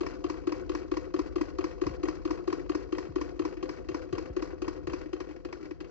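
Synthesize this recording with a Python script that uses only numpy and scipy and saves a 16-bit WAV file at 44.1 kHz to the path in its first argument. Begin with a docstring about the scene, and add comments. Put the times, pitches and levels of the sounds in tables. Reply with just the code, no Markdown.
"""A hand-cranked cast-iron sewing machine on a hollow wooden base stitches about four times a second, then
slows. Every stitch has a needle-bar knock, a shuttle knock and lighter contacts near fixed crank angles, made
as clicks that ring the modes of wood and iron and start noisy chatter in small steel parts; gears and thread
rattle between. Below it the bench rumbles as filtered noise, and now and then a dull bump with a sinking pitch
shakes the microphone pair. A close pair of microphone ports hears the machine from the left, with a short
diffuse workshop tail behind it."""
import sys
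import numpy as np
from scipy import signal
from scipy.fft import rfft, irfft
from scipy.io import wavfile

SR = 44100
rng = np.random.default_rng(int(sys.argv[2]) if len(sys.argv) > 2 else 0)


def generate_wav(signal):
    """Clip the signal to [-1, 1] and save it as 16-bit WAV at the path in sys.argv[1]."""
    frames = np.transpose(np.atleast_2d(signal))
    scaled = np.clip(frames, -1, 1) * 32767
    pcm = np.round(scaled).astype(np.int16)
    wavfile.write(sys.argv[1], SR, pcm)


N = 260190

# All levels in dB are relative: body, chatter and port gains come on top.
# Needle-bar knocks, one a stitch. Each row: time in seconds, strength in dB.
NEEDLE_BAR = [(0.0085, -20), (0.2416, -18), (0.4718, -18.5), (0.6947, -19.5), (0.9162, -17.5),
              (1.1403, -17.5), (1.3586, -18.5), (1.5856, -18), (1.8151, -19), (2.0326, -17.5), (2.252, -19),
              (2.4763, -18), (2.6949, -18), (2.9248, -19), (3.1588, -18), (3.3939, -18.5), (3.6283, -21),
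              (3.888, -23), (4.1276, -21), (4.3659, -22), (4.6197, -22), (4.8719, -22), (5.1313, -24),
              (5.45, -28), (5.8051, -31)]
# Shuttle knocks, about a quarter of a stitch later. Each row: time in seconds, strength in dB.
SHUTTLE = [(0.0648, -29), (0.2987, -25), (0.5222, -23), (0.7498, -24), (0.9699, -23.5), (1.1919, -20.5),
           (1.4122, -22.5), (1.6419, -22), (1.8673, -21.5), (2.0847, -22.5), (2.308, -21), (2.527, -20.5),
           (2.7501, -22.5), (2.9836, -26.5), (3.2138, -24.5), (3.4519, -23.5), (3.6925, -29),
           (3.9454, -23.5), (4.1819, -27), (4.4237, -27), (4.6808, -24.5), (4.9335, -27), (5.2038, -32),
           (5.5273, -35)]
# Louder slack taps, more of them as the crank slows. Each row: time in seconds, strength in dB.
SLACK_TAPS = [(1.711, -36.5), (3.57, -34.5), (3.773, -38.5), (4.019, -39), (4.257, -35.5), (5.013, -34.5),
              (5.059, -36.5), (5.289, -35.5), (5.312, -41), (5.363, -34.5), (5.612, -42.5), (5.628, -37),
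              (5.656, -35.5), (5.71, -30)]
# Light contacts in every stitch, at the head and at the bed. Each row: share of the stitch (0 to 1),
# clack in dB, base boom in dB, arm ring in dB, treble in dB above the clack.
FEED = [(.105, -45.5, -39, -42, -7)]
LINKAGE = [(.35, -56.5, -44.5, -49, -0.5), (.43, -58, -42.5, -52.5, 0.5), (.555, -52.5, -41, -50.5, -5.5),
           (.62, -61, -48, -55, -4.5), (.765, -67.5, -41, -63, -2), (.845, -62.5, -47.5, -54, 0)]
# How a blow of usual strength sounds. Each: usual strength in dB, clack in dB, arm ring in dB, treble in dB
# above the clack, clack in dB per dB of strength, arm ring in dB per dB of strength,
# treble in dB per dB of crank force.
NEEDLE_VOICE = (-20, -37, -32.5, -1, 0.11, 1.26, .6)
SHUTTLE_VOICE = (-25, -36, -30.5, 0.76, 0, 0.7, 0.73)
TAP_VOICE = (-34.5, -47, -56, -4, 1.04, 2.5, -0.3)
# Modes of the wooden base; close modes of opposite polarity swell, then cancel. 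Each row: frequency in Hz,
# t60 in seconds, polarity (+1 or -1), dB under the needle bar, dB under the shuttle, dB in the rattle.
BASE_MODES = [(291.3, 0.05, 1, -6.5, 0, -12), (309.9, 0.059, -1, 1.5, 5.5, -2),
              (365.8, 0.081, 1, -0.5, -2, 1.5), (390.5, 0.054, -1, -11.5, -11, -2),
              (468.6, 0.082, -1, -25.5, -16.5, -6.5), (508.7, 0.13, 1, -20, -23, -7),
              (518.5, 0.037, -1, -28, -22, -13), (706, .08, 1, -27.5, -25.5, -15.5),
              (832, 0.0093, -1, -31.5, -31, -23.5)]
# Modes of the iron arm. Each row: the same columns and units as the base.
ARM_MODES = [(985, 0.035, 1, -12, -3, -8), (1087.6, 0.053, -1, -3.5, -3, -0.5),
             (1163, 0.055, 1, -3.5, -6.5, 0), (1300, 0.043, -1, -9, -11, -0.5),
             (1469, 0.022, 1, -12.5, -18.5, 6.5)]
# Modes of small steel parts. Each row: frequency in Hz, width in Hz, dB under the needle bar,
# dB under the shuttle.
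STEEL_MODES = [(1630, 140, 2.5, 4.5), (1869, 160, 2.5, 7.5), (2272, 52, -4.5, 4.5), (2521, 55, 0.5, -1.5),
               (2730, 74, -1, -16), (3124, 96, 0.5, -7), (4204, 76, -4, -15.5), (4474, 140, -5.5, -19),
               (4866, 70, -3, -5.5), (5300, 79, -8.5, -2.5), (5710, 120, -8.5, -5.5),
               (6040, 200, -11.5, -9.5), (6444, 35, -8, -18.5), (6480, 53, -14.5, -17)]
# Spectrum of the unpitched clack. Each row: frequency in Hz, level in dB.
CLACK = [(500, 11), (1000, 2), (2000, 1.5), (2800, -2), (3500, -23), (4500, -7.5), (5800, -11),
         (7000, -26.5), (8500, -55)]
# Loose play in base, arm, steel and steel treble, loud under load, then easing. Each entry: idle level in dB,
# load from (share of the stitch), level there in dB, load to (share of the stitch), level there in dB.
RATTLE = dict(base=(-49, -0.2, -43, 0.72, -44), arm=(-67, 0.15, -56, 0.73, -58),
          steel=(-67.5, 0.1, -65, 0.63, -58), treble=(-65.5, .2, -55, 0.7, -59.5))
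# Force on the crank. Each row: time in seconds, force in dB.
EFFORT = [(0, 3.5), (1, 2), (2, 3), (3, 2.5), (3.7, 1.5), (4.4, 1.5), (5, 1.5), (5.3, -3), (5.6, -3.5),
          (5.9, -3.5)]
# Rumble of bench and building. Each row: frequency in Hz, level in dB per Hz.
RUMBLE = [(15, -23.5), (25, -9), (38, 3), (59, 7), (102, -5.5), (123, -15), (172, -1), (204, -21.5),
          (260, -13), (340, -27.5), (570, -120)]
# Right port against left. Each row: frequency in Hz, phase behind in radians, level in dB,
# share of unrelated sound (0 to 1).
PORTS = [(30.2, 1.3, -6.5, 0.84), (62.4, 2.4, -3.5, 0.28), (107, 2.08, -6, 0.71), (187, 3.4, -1.5, 0.45),
         (279, 4.675, -4, 0.061), (372, 4.65, -8.5, 0.06), (710, 4.51, -4, 0.43), (990, 4.99, -1, 0.13),
         (1240, 5.07, -7.5, 0.13), (1554, 8.13, -9, 0.13), (2010, 7.79, -2, 0.59), (2420, 8.57, -8.5, 0.63),
         (3250, 3.77, -9, 0.94), (4310, 8.22, 2.5, 1), (5250, 9.18, -1.5, 1), (6130, 11.9, -3, 0.7),
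         (6220, 9.46, -3, 0.65), (7950, 3.86, -5, 0.13)]
# Dull bumps that reach the microphone pair directly. Each row: time in seconds, level in dB, time constant of
# the sinking pitch in ms.
BUMPS = [(1.858, -35.5, 10.7), (1.898, -38, 11), (3.088, -39.5, 11.7), (3.904, -46, 14), (4.125, -37, 12.7),
         (4.299, -34.5, 4.7), (4.881, -39, 9.2)]

TOUCH_S = 0.0016   # the parts touch this long before the blow is at full strength
TREBLE_HZ = 3400   # steel above this has its own share of each blow and its own rattle
STITCH_BEFORE_S, LAST_STITCH_S = 0.225, 0.37
LOAD_EDGE = 0.025   # share of the stitch that the load takes to come and go
WANDER, UNEVEN_DB = 0.006, 2   # light contacts vary in angle (share of the stitch) and strength
RUMBLE_DB, RUMBLE_FOLLOWS = -44.5, 0.68   # rms at 0 dB of crank force; dB per dB of crank force
SHOP_T60_S, SHOP_DB = 0.28, -18.5
TOP_STOP_HZ = 9140.04   # the top is 40 dB down from here


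def amp(db):
    """dB to gain."""
    return 10 ** (np.asarray(db) / 20)


def rms_one(x):
    """Scale to rms 1."""
    return x / np.sqrt(np.mean(x ** 2) + 1e-20)


def on_grid(rows, column=1, size=N):
    """One column of a spectrum at every FFT bin, straight on a log-frequency axis."""
    rows = np.array(rows)
    hz = np.maximum(np.fft.rfftfreq(size, 1 / SR), 1)
    return np.interp(np.log(hz), np.log(rows[:, 0]), rows[:, column])


def crank_times():
    """Times at which each stitch starts, with one before and one after."""
    knocks = np.array(NEEDLE_BAR)[:, 0]
    return np.r_[knocks[0] - STITCH_BEFORE_S, knocks, knocks[-1] + LAST_STITCH_S]


def effort(t):
    """Force on the crank in dB."""
    return np.interp(t, *np.transpose(EFFORT))


def bench():
    """Low rumble of bench and building: shaped noise, partly driven by the cranking."""
    level_db = RUMBLE_DB + RUMBLE_FOLLOWS * effort(np.arange(N) / SR)
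    spectrum = rfft(rng.standard_normal(N)) * amp(on_grid(RUMBLE))
    return amp(level_db) * rms_one(irfft(spectrum, N))


def grains(per_s, spread_db):
    """Random tiny contacts of very uneven size; rms 1."""
    sizes = amp(spread_db * np.minimum(rng.exponential(1, N), 4))
    signed = sizes * rng.choice([-1, 1], N)
    return rms_one(signed * (rng.random(N) < per_s / SR))


def rattle():
    """Levels of the loose play in base, arm and steel, read at the crank angle between needle-bar knocks."""
    t, starts = np.arange(N) / SR, crank_times()
    angle = np.interp(t, starts, np.arange(len(starts))) % 1
    plays = []
    for idle_db, on, on_db, off, off_db in RATTLE.values():
        corners = [on - LOAD_EDGE, on, off, off + LOAD_EDGE]
        load_db = np.interp(angle, corners, [idle_db, on_db, off_db, idle_db])
        plays.append(amp(effort(t) + load_db))
    return plays


def voiced(rows, voice):
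    """Rows (s, clack, boom, arm, treble dB): boom is the strength, clack and arm follow it, treble the crank force."""
    s, db = np.transpose(rows)
    usual_db, clack_db, arm_db, treble_db, clack_follows, arm_follows, treble_follows = voice
    stronger_db = db - usual_db
    clack = clack_db + clack_follows * stronger_db
    arm = arm_db + arm_follows * stronger_db
    return np.c_[s, clack, db, arm, treble_db + treble_follows * effort(s)]


def clicks(rows, *columns):
    """One click per row, at first touch; the dB of the given columns add up."""
    rows, out = np.array(rows), np.zeros(N) + 1e-18
    at = np.clip(((rows[:, 0] - TOUCH_S) * SR).astype(int), 0, N - 1)
    out[at] = amp(rows[:, list(columns)].sum(axis=1))
    return out


def ring(x, hz, t60):
    """A damped resonator: a unit click sets a sine of height about 1 ringing."""
    r, w = amp(-60 / (t60 * SR)), 2 * np.pi * hz / SR
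    return signal.lfilter([0, np.sin(w)], [1, -2 * r * np.cos(w), r * r], x)


def body(modes, blows, play, blow_db, contact_s, uneven_db, bed_lead_s, column):
    """All blows and the rattle ring one set of modes; head and bed contacts reach them differently."""
    head, bed = (clicks(rows, column) for rows in blows)
    bed = np.roll(bed, -round(bed_lead_s * SR))   # the carrier loads the bed just before the shuttle clacks
    struck, loose = np.zeros(N), np.zeros(N)
    for hz, t60, polarity, head_db, bed_db, rattle_db in modes:
        uneven = amp(uneven_db * rng.standard_normal(N))
        push = uneven * (amp(head_db) * head + amp(bed_db) * bed)
        struck += polarity * ring(push, hz, t60)
        loose += ring(amp(rattle_db) * grains(220, 4.2), hz, t60)
    soft = np.hanning(int(contact_s * SR) + 3)   # the contact lasts a moment
    struck = signal.lfilter(soft / soft.sum(), [1], struck)
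    smooth_play = signal.lfilter([0.01], [1, -0.99], play)
    return amp(blow_db) * struck + smooth_play * rms_one(loose)


def fade(x, t60, rise_s):
    """Each click becomes an envelope with a short rise and an exponential fall."""
    r, q = amp(-60 / (t60 * SR)), np.exp(-1 / (max(rise_s, 1e-4) * SR))
    falling = signal.lfilter([1], [1, -r], x)
    return signal.lfilter([1 - q], [1, -q], falling)


def chatter(blows, burst_t60, tail_t60, tail_db):
    """Level of the noise after each blow: a short burst of chatter with a longer, weaker tail."""
    return amp(2.0) * fade(blows, burst_t60, 0.0014) + amp(tail_db) * fade(blows, tail_t60, 0.0041)


def steel(contacts, plays):
    """Blows, chatter and gear ticks, heard bare and through the steel modes, below and above the treble split."""
    bare = rfft(grains(9000, 4.73)) * amp(on_grid(CLACK))
    high = np.fft.rfftfreq(N, 1 / SR) > TREBLE_HZ
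    bare_rms, out = np.std(irfft(bare, N)), np.zeros(N)
    for treble, columns, play in [(False, (1,), plays[0]), (True, (1, 4), plays[1])]:
        ticks = fade(np.abs(grains(300, 3.0)), 0.018, 0.0006)   # separate teeth and links
        play = play * (0.54 + 0.93 * rms_one(ticks))
        head, bed = (clicks(rows, *columns) for rows in contacts)
        head_level = chatter(head, 0.033, 0.12, -9.5)
        bed_level = chatter(bed, 0.032, 0.14, -12.5)
        clack = irfft(bare * (high == treble), N) / bare_rms
        out += amp(-1.5) * (head_level + bed_level + play) * clack
        shake = grains(5000, 2.9)
        for k, (hz, width, head_db, bed_db) in enumerate(STEEL_MODES):
            if (hz > TREBLE_HZ) != treble:
                continue
            blows = amp(head_db) * head + amp(bed_db) * bed
            bounce = 0.71 * blows + np.roll(blows, round(0.0032 * SR))   # a light touch, then the part seats
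            shaken = amp(head_db) * (head_level + play / 2) + amp(bed_db) * (bed_level + play / 2)
            knock = (-1) ** k * amp(-11.0) * bounce   # neighbours are struck in alternate polarity
            noise = amp(-53.5) * np.sqrt(width) * shaken * shake
            out += ring(knock + noise, hz, 1.69 / width)
    return out


def machine(blows, uneven_db):
    """Base, arm, steel parts and bench as heard from one side."""
    base_play, arm_play, *steel_plays = rattle()
    base = body(BASE_MODES, blows, amp(2.5) * base_play, 4.85, 0.0012, uneven_db, 0.0016, column=2)
    too_small = signal.butter(4, 250, "high", fs=SR, output="sos")   # to radiate below its modes
    base = signal.sosfilt(too_small, base)
    arm = body(ARM_MODES, blows, amp(-0.5) * arm_play, 2.25, 0.00053, uneven_db, 0.0006, column=3)
    return base + arm + steel(blows, steel_plays) + bench()


def ports(near, other):
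    """The right port hears the same side shifted in phase and mostly weaker, mixed with other faces of the machine."""
    size = N + SR // 2   # padded, so that the end does not wrap round to the start
    apart = np.clip(on_grid(PORTS, column=3, size=size), 0, 1)
    gain = amp(on_grid(PORTS, column=2, size=size))
    colour = gain * np.exp(-1j * on_grid(PORTS, size=size))
    mixed = np.sqrt(1 - apart ** 2) * rfft(near, size) + apart * rfft(other, size)
    return np.array([near, irfft(colour * mixed, size)[:N]])


def workshop(x):
    """Diffuse tail of the room: decaying noise, different at each port, after a 4 ms gap."""
    t = np.arange(int(SHOP_T60_S * SR)) / SR
    tail = rng.standard_normal((2, len(t))) * amp(-60 * t / SHOP_T60_S) * (t > 0.004)
    tail = rms_one(tail) / np.sqrt(len(t))
    return amp(SHOP_DB) * signal.fftconvolve(x, tail, axes=1)[:, :N]


def looped(contacts):
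    """Voiced rows for light contacts, repeated each stitch with the crank force and some chance."""
    starts, rows = crank_times(), []
    for share, *levels, treble_db in contacts:
        chance = rng.standard_normal((len(starts) - 1, 4))
        s = starts[:-1] + (share + WANDER * chance[:, 0]) * np.diff(starts)
        levels_db = levels + effort(s)[:, None] + UNEVEN_DB * chance[:, 1:]
        rows.append(np.c_[s, levels_db, np.full(len(s), treble_db)])
    rows = np.vstack(rows)
    return rows[(rows[:, 0] > TOUCH_S) & (rows[:, 0] < N / SR)]


def bumps():
    """Dull bumps whose pitch sinks quickly from the start; in step at both ports, left louder."""
    out, t = np.zeros(N), np.arange(int(0.12 * SR)) / SR
    for s, db, sink_ms in BUMPS:
        falling_hz = 52 + 190 * np.exp(-1000 * t / sink_ms)
        tone = np.sin(2 * np.pi * np.cumsum(falling_hz) / SR)
        thud = tone * amp(-60 * t / 0.13) * (1 - np.exp(-t / 0.011))
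        start = int(s * SR)
        out[start:start + len(t)] += amp(db + 9) * thud
    return out * amp([[1.5], [-1.5]])


def scene():
    """Machine and bench at the two ports, with the room; the far faces favour other modes at each blow."""
    head = np.vstack([voiced(NEEDLE_BAR, NEEDLE_VOICE), looped(FEED)])
    bed = np.vstack([voiced(SHUTTLE, SHUTTLE_VOICE), voiced(SLACK_TAPS, TAP_VOICE), looped(LINKAGE)])
    near_side = machine((head, bed), uneven_db=1.13)
    far_faces = machine((head, bed), uneven_db=3.0)
    close = ports(near_side, far_faces)
    return close + workshop(close) + bumps()


def record(dry):
    """The microphone signal loses its deep bass and its top."""
    lean = signal.sosfilt(signal.butter(3, 40, "high", fs=SR, output="sos"), dry)
    return signal.sosfilt(signal.cheby2(10, 40, TOP_STOP_HZ, fs=SR, output="sos"), lean)


dry = scene()
out = record(dry)
generate_wav(out)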